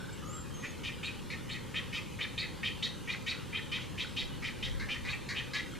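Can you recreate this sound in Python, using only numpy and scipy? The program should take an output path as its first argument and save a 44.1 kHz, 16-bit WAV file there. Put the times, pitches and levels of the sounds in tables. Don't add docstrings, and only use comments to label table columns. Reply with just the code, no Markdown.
import sys
import numpy as np
from scipy import signal
from scipy.io import wavfile
from scipy.ndimage import uniform_filter1d

SR = 44100
rng = np.random.default_rng(int(sys.argv[2]) if len(sys.argv) > 2 else 0)


def pcm_store(signal):
    levels = np.round(np.clip(np.atleast_2d(signal), -1, 1) * 32767)
    wavfile.write(sys.argv[1], SR, levels.astype(np.int16).T)


N = 255339


def gain_of(db):
    return 10 ** (np.asarray(db) / 20)


def unit_rms(x):
    return x / np.sqrt(np.mean(x ** 2) + 1e-20)


def curve_at(points, hz):
    f, value = np.transpose(points)
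    return np.interp(np.log(hz + 1), np.log(f + 1), value)


def add(mix, start_s, sound):
    part = mix[max(round(start_s * SR), 0):][:len(sound)]
    part += sound[:len(part)]


def resonate(x, hz, width_hz):
    carrier = np.exp(2j * np.pi * np.cumsum(hz * np.ones(len(x))) / SR)
    r = np.exp(-np.pi * width_hz / SR)
    return 2 * (carrier * signal.lfilter([(1 - r) ** 2], [1, -2 * r, r * r], x / carrier)).real


def wander(n, size):
    return unit_rms(uniform_filter1d(rng.standard_normal(n), size))


def patchy_noise(spectrum, patchy_db, channels, patch_bins):
    frames, hz = N // 256 + 5, np.fft.rfftfreq(1024, 1 / SR)
    real, imag, patches = rng.standard_normal((frames, 513, channels, 3)).T
    patches = unit_rms(uniform_filter1d(uniform_filter1d(patches, patch_bins, 1), 14, 2))
    spectra = (real + 1j * imag) * gain_of(curve_at(spectrum, hz)[:, None] + patchy_db * patches)
    return unit_rms(signal.istft(spectra, nperseg=1024, noverlap=768)[1][:, :N])


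# f/Hz, relative level/dB
HUM_SPECTRUM = [(15, -39), (40, -10), (110, 2.5), (230, -4.5), (430, -11.5), (516, -9.5), (620, -20.5),
                (690, -42.5), (780, -18), (950, -18), (1500, -26), (2500, -49), (5000, -34), (8000, -32.5),
                (11000, -34), (14800, -41.5)]
# left level/dB, right level/dB
HUM_LEVELS = [-42.5, -43.5]


def hum():
    bed = gain_of(HUM_LEVELS)[:, None] * patchy_noise(HUM_SPECTRUM, 0.36, channels=2, patch_bins=12)
    return bed - 0.03 * bed[::-1]


# f/Hz, relative level/dB
COLONY_SPECTRUM = [(500, -6), (900, 5), (1300, 6.5), (2000, 4.5), (3100, 6.5), (4200, 2), (5000, -4.5),
                   (7000, -6), (10000, -14.5), (14000, -45)]
# t/s, level/dB
COLONY_LEVELS = [(0, -52), (.4, -55), (.6, -53), (5.79, -52)]


def colony():
    level_db = np.interp(np.arange(N) / SR, *np.transpose(COLONY_LEVELS))
    return gain_of(level_db) * patchy_noise(COLONY_SPECTRUM, 3.45, channels=1, patch_bins=4)


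# peak t/s, level/dB, rise and fall/s
WIND_GUSTS = [(1.15, -65, 0.084), (4.35, -44, .15), (4.75, -34.5, .1), (5.1, -45, 0.15)]


def wind(calm_db=-78):
    lumps = gain_of(1.5 * np.array([wander(N, size=3000), wander(N, size=3000)]))
    low_band = signal.butter(2, [18, 75], "band", fs=SR, output="sos")
    rumble = signal.sosfilt(low_band, rng.standard_normal((2, N)))
    rumble = rumble - 0.54 * rumble[::-1]
    t = np.arange(N) / SR
    gusts = sum(gain_of(db) * np.exp(-((t - s) / width) ** 2) for s, db, width in WIND_GUSTS)
    return (gain_of(calm_db) + gusts) * unit_rms(lumps * rumble)


def syrinx(hz, rough):
    turns = np.cumsum(hz * (1 + .1 * rough * wander(len(hz), size=120))) / SR
    cycle = turns.astype(int)
    strength = gain_of(0.77 * rough * rng.standard_normal(2000)[cycle])
    pulses = strength * (np.diff(cycle, prepend=-1) > 0)
    puffs = (0.31 + np.exp(-(turns % 1) / 0.38)) * rng.standard_normal(len(hz))
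    return np.sqrt(1 - rough) * unit_rms(pulses) + np.sqrt(rough) * unit_rms(puffs)


# t/s, length/s, level/dB, first throat f/Hz, last throat f/Hz
FAR_CROAKS = [(0, 0.016, -48.5, 1530, 1520), (0.027, 0.031, -50, 1510, 1510),
              (0.074, 0.034, -52, 1530, 1500), (0.191, 0.18, -52, 1240, 1250),
              (0.344, 0.062, -50, 1225, 1380)]


def croak(length, db, first_hz, last_hz):
    n = round(length * SR)
    pulses = syrinx(hz=np.full(n, 150.), rough=0.53)
    throat = resonate(pulses, np.linspace(first_hz, last_hz, n), width_hz=190)
    return gain_of(db) * signal.windows.tukey(n, .6) * unit_rms(throat)


# t/s, f/Hz, level/dB
SONGBIRD_NOTES = [
    [(.124, 6600, -54), (.13, 7550, -49), (.138, 7650, -52), (.15, 7950, -60)],
    [(.17, 3120, -62), (.195, 3050, -58), (.215, 3010, -65)],
    [(.25, 6390, -59), (.29, 6900, -54), (.33, 7450, -49), (.36, 7480, -49), (.425, 7330, -50)],
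    [(.44, 2500, -62), (.46, 2500, -58), (.48, 2490, -62)],
    [(.48, 8050, -65), (.5, 8100, -62), (.53, 8100, -65)],
    [(.51, 3115, -59), (.528, 3126, -54), (.56, 3140, -58)],
    [(.535, 6330, -58), (.547, 6417, -50), (.57, 6400, -56), (.641, 6440, -59), (.7, 6550, -55),
     (.72, 6550, -62)],
]


def whistle(note):
    times, pitches, levels = np.transpose(note)
    t = np.arange(times[0], times[-1], 1 / SR)
    hz = np.interp(t, times, pitches) * (1 + .003 * wander(len(t), size=150))
    db = np.interp(t, times, levels) + 3 * wander(len(t), size=250)
    return np.sin(2 * np.pi * np.cumsum(hz) / SR) * gain_of(db) * signal.windows.tukey(len(t), .1)


def windpipe(x, spacing_hz, bounce):
    at = np.arange(len(x))
    return sum(bounce ** k * np.interp(at - k * SR / spacing_hz, at, x, left=0) for k in range(9))


def steadied(x):
    return x / np.sqrt(uniform_filter1d(x ** 2, 400) + 0.44 * np.mean(x ** 2))


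# t/s, length/s, gape level/dB, first gape f/Hz, wide gape f/Hz,
# opening time/s, throat level/dB, first throat f/Hz, first windpipe spacing/Hz, first pulse rate/Hz,
# rasp f/Hz, rasp level/dB
BEGGING_CALLS = [(.624, 0.05, -38, 1860, 2400, 0.058, -57, 2060, 601, 271.6, 5900, -57),
                 (0.834, 0.077, -39, 2670, 3360, 0.039, -38.5, 2350, 594, 312.7, 5240, -54.5),
                 (1.029, .075, -40, 2640, 3950, 0.036, -35.5, 2570, 602, 439.3, 6800, -58),
                 (1.300, 0.059, -46.5, 3900, 4220, 0.018, -38.5, 2200, 603, 330.7, 5200, -58),
                 (1.491, 0.099, -41, 2660, 3930, 0.037, -42.5, 2190, 597, 241.5, 6760, -59.5),
                 (1.74, 0.064, -34.5, 2170, 3280, 0.039, -33, 2220, 603, 247.7, 5500, -57.5),
                 (1.927, .072, -38, 2520, 3380, 0.038, -34.5, 2440, 601, 356.4, 4480, -49),
                 (2.187, 0.072, -35.5, 1850, 3540, 0.046, -33.5, 2160, 584, 308.5, 4970, -57.5),
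                 (2.376, 0.087, -35.5, 3370, 4300, 0.031, -37.5, 2270, 604, 303, 6750, -59.5),
                 (2.629, 0.066, -32.5, 2270, 3200, 0.043, -31.5, 2390, 602, 363.7, 4430, -51),
                 (2.824, 0.062, -31.5, 3000, 4020, 0.023, -42, 2070, 610, 322.8, 5900, -50.5),
                 (3.073, 0.079, -40.5, 1960, 3950, 0.051, -32.5, 2270, 604, 373.7, 5600, -57),
                 (3.262, 0.074, -36, 2600, 4260, 0.046, -33.5, 2360, 608, 366.5, 5830, -53),
                 (3.527, .075, -36, 2180, 3300, 0.046, -34, 2250, 604, 328, 5100, -63),
                 (3.715, 0.072, -37, 2790, 3500, .045, -36.5, 2280, 601, 299.2, 4840, -53),
                 (3.805, 0.052, -51, 3300, 3500, .025, -51.5, 2320, 550, 400, 5500, -61),
                 (3.977, 0.067, -35.5, 2380, 3620, 0.048, -36, 2350, 605, 209, 5200, -53.5),
                 (4.163, .072, -34, 2750, 3760, 0.039, -39, 2320, 607, 294.8, 4870, -50.5),
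                 (4.421, 0.079, -40.5, 1930, 3370, 0.052, -35, 2180, 592, 308.6, 4760, -53),
                 (4.625, 0.069, -36.5, 2840, 3540, 0.028, -43, 2060, 606, 507.4, 4970, -51.5),
                 (4.796, 0.055, -48, 4340, 4200, 0.021, -40.5, 1960, 543, 498.5, 5200, -58),
                 (4.886, 0.09, -33, 2150, 2870, 0.041, -39, 2220, 588, 315.8, 4730, -53),
                 (5.048, 0.068, -49.5, 4270, 4300, .012, -40.5, 2040, 542, 469.4, 5800, -58),
                 (5.071, 0.086, -41, 2300, 4150, .042, -35, 2370, 606, 400, 6340, -58),
                 (5.287, 0.062, -41.5, 4500, 4450, 0.014, -38.5, 1980, 545, 465, 5800, -51.5),
                 (5.347, 0.077, -34.5, 2140, 3100, 0.037, -39.5, 2040, 594, 311.2, 5300, -59),
                 (5.533, 0.05, -40.5, 4500, 4480, 0.015, -38, 2010, 549, 396, 5900, -51),
                 (5.539, 0.076, -39.5, 2500, 3900, 0.043, -34.5, 2160, 608, 316.3, 5550, -55),
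                 (5.749, 0.028, -56, 2930, 3200, .02, -48, 2120, 600, 715, 6000, -71)]


def beg(length, gape_db, first_gape_hz, wide_hz, wide_s, throat_db, throat_hz, spacing_hz, pulse_hz,
        rasp_hz, rasp_db):
    t = np.arange(0, length, 1 / SR)
    hold_s, closing_s, swell_s, release_s, edge_s = 0.0065, 0.038, 0.015, 0.02, 0.003
    opening = np.sin(np.pi / 2 * np.minimum(t / wide_s, 1)) ** 1.55
    closing = np.clip((t - wide_s - hold_s) / closing_s, 0, 1) ** 0.97
    shut_khz = max(2830 - first_gape_hz, 0) / 1000
    swell_db = (-1.5 - 12.5 * shut_khz) * np.exp(-(t / swell_s) ** 2)
    breath_db = swell_db - 5.5 * np.clip(1 - (length - t) / release_s, 0, 1)
    bill_db = 3 * (1 - opening) - 15.5 * closing + breath_db

    strain = np.tanh(t / 0.063)
    pulses = syrinx(pulse_hz * (1 + .17 * strain), rough=.2 + .33 * t / t[-1])
    pipe_hz = spacing_hz * (1 + 0.071 * strain)
    tube = windpipe(pulses, pipe_hz, bounce=0.54)

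    climb_khz = max(wide_hz - first_gape_hz, 0) / 1000
    duck_db = -10 * climb_khz * np.exp(-((t - 0.99 * wide_s) / 0.011) ** 2)
    throat_db = throat_db + duck_db + 0.5 * (1 - closing) + breath_db
    throat_hz = throat_hz - 148 * (t / length) ** 3
    throat = resonate(resonate(tube, throat_hz, 1020), throat_hz, 1020)
    throat = gain_of(throat_db) * steadied(throat)

    gape_hz = first_gape_hz + (wide_hz - first_gape_hz) * (opening - closing)
    gape = resonate(resonate(tube, gape_hz, 1680), gape_hz, 1700)
    bill_lowpass = signal.butter(6, 4620, fs=SR, output="sos")
    gape = gain_of(gape_db + bill_db) * steadied(signal.sosfilt(bill_lowpass, gape))

    rasp_db = rasp_db + .5 * bill_db - 3 * shut_khz * (0.5 - opening)
    rasp = gain_of(rasp_db) * unit_rms(resonate(tube, rasp_hz, 3100) + 0.043 * tube)
    chest_db = throat_db - 22 + 0.15 * (597 - spacing_hz)
    chest = gain_of(chest_db) * unit_rms(resonate(tube, 2 * pipe_hz, 120))
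    fades = np.minimum(t / edge_s, 1) * np.minimum((length - t) / edge_s, 1)
    return (throat - gape + rasp + chest) * fades


# t/s, level/dB, f/Hz
BILL_SNAPS = [(3.148, -37, 1580), (3.787, -38.5, 1480), (4.047, -34, 1490), (5.7363, -39.5, 1380)]


def snap(db, hz, attack_s=0.00027, t60_s=0.022):
    t = np.arange(400) / SR
    return gain_of(db - 60 * t / t60_s) * np.sin(2 * np.pi * hz * t) * np.minimum(t / attack_s, 1)


# f/Hz, t60/s
WOOD_DECAY = [(1000, 0.45), (2600, 0.33), (5000, 0.38), (9000, 0.21)]


def wood_echo(x):
    taps = np.zeros(SR // 2)
    at = np.arange(300, SR // 2 - 20, 20) + rng.integers(0, 20, (SR // 2 - 301) // 20)
    taps[at] = rng.choice([-1., 1.], at.shape)
    hz, t, spectra = signal.stft(taps, SR, nperseg=256)
    decay = gain_of(-60 * t / curve_at(WOOD_DECAY, hz)[:, None])
    tail = signal.istft(spectra * decay, SR, nperseg=256)[1]
    return signal.fftconvolve(x, tail / np.linalg.norm(tail))[:N]


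def leafy_echo(x, flutter_hz=23):
    phase = 2 * np.pi * flutter_hz * np.arange(N) / SR
    sends = (np.sqrt((1 + np.cos(phase + 2 * np.pi * k / 3)) / 3) for k in range(3))
    return sum(wood_echo(x * send) for send in sends)


def scene():
    birds = np.zeros(N)
    for start_s, *call in FAR_CROAKS:
        add(birds, start_s, croak(*call))
    for note in SONGBIRD_NOTES:
        add(birds, note[0][0], whistle(note))
    for start_s, *call in BEGGING_CALLS:
        add(birds, start_s, beg(*call))
    for start_s, db, hz in BILL_SNAPS:
        add(birds, start_s, snap(db, hz))
    direct = birds * gain_of([[.2], [-.2]])
    side_echo = gain_of(-20.5) * wood_echo(birds) * np.array([[1], [-1]])
    centre_echo = gain_of(-7.5) * leafy_echo(birds)
    return direct + centre_echo + side_echo + hum() + colony() + wind()


def record(dry):
    high_cut = signal.firwin(1023, cutoff=14880, window=("kaiser", 9), fs=SR)
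    return signal.oaconvolve(dry, high_cut[None], "same")


dry = scene()
out = record(dry)
pcm_store(out)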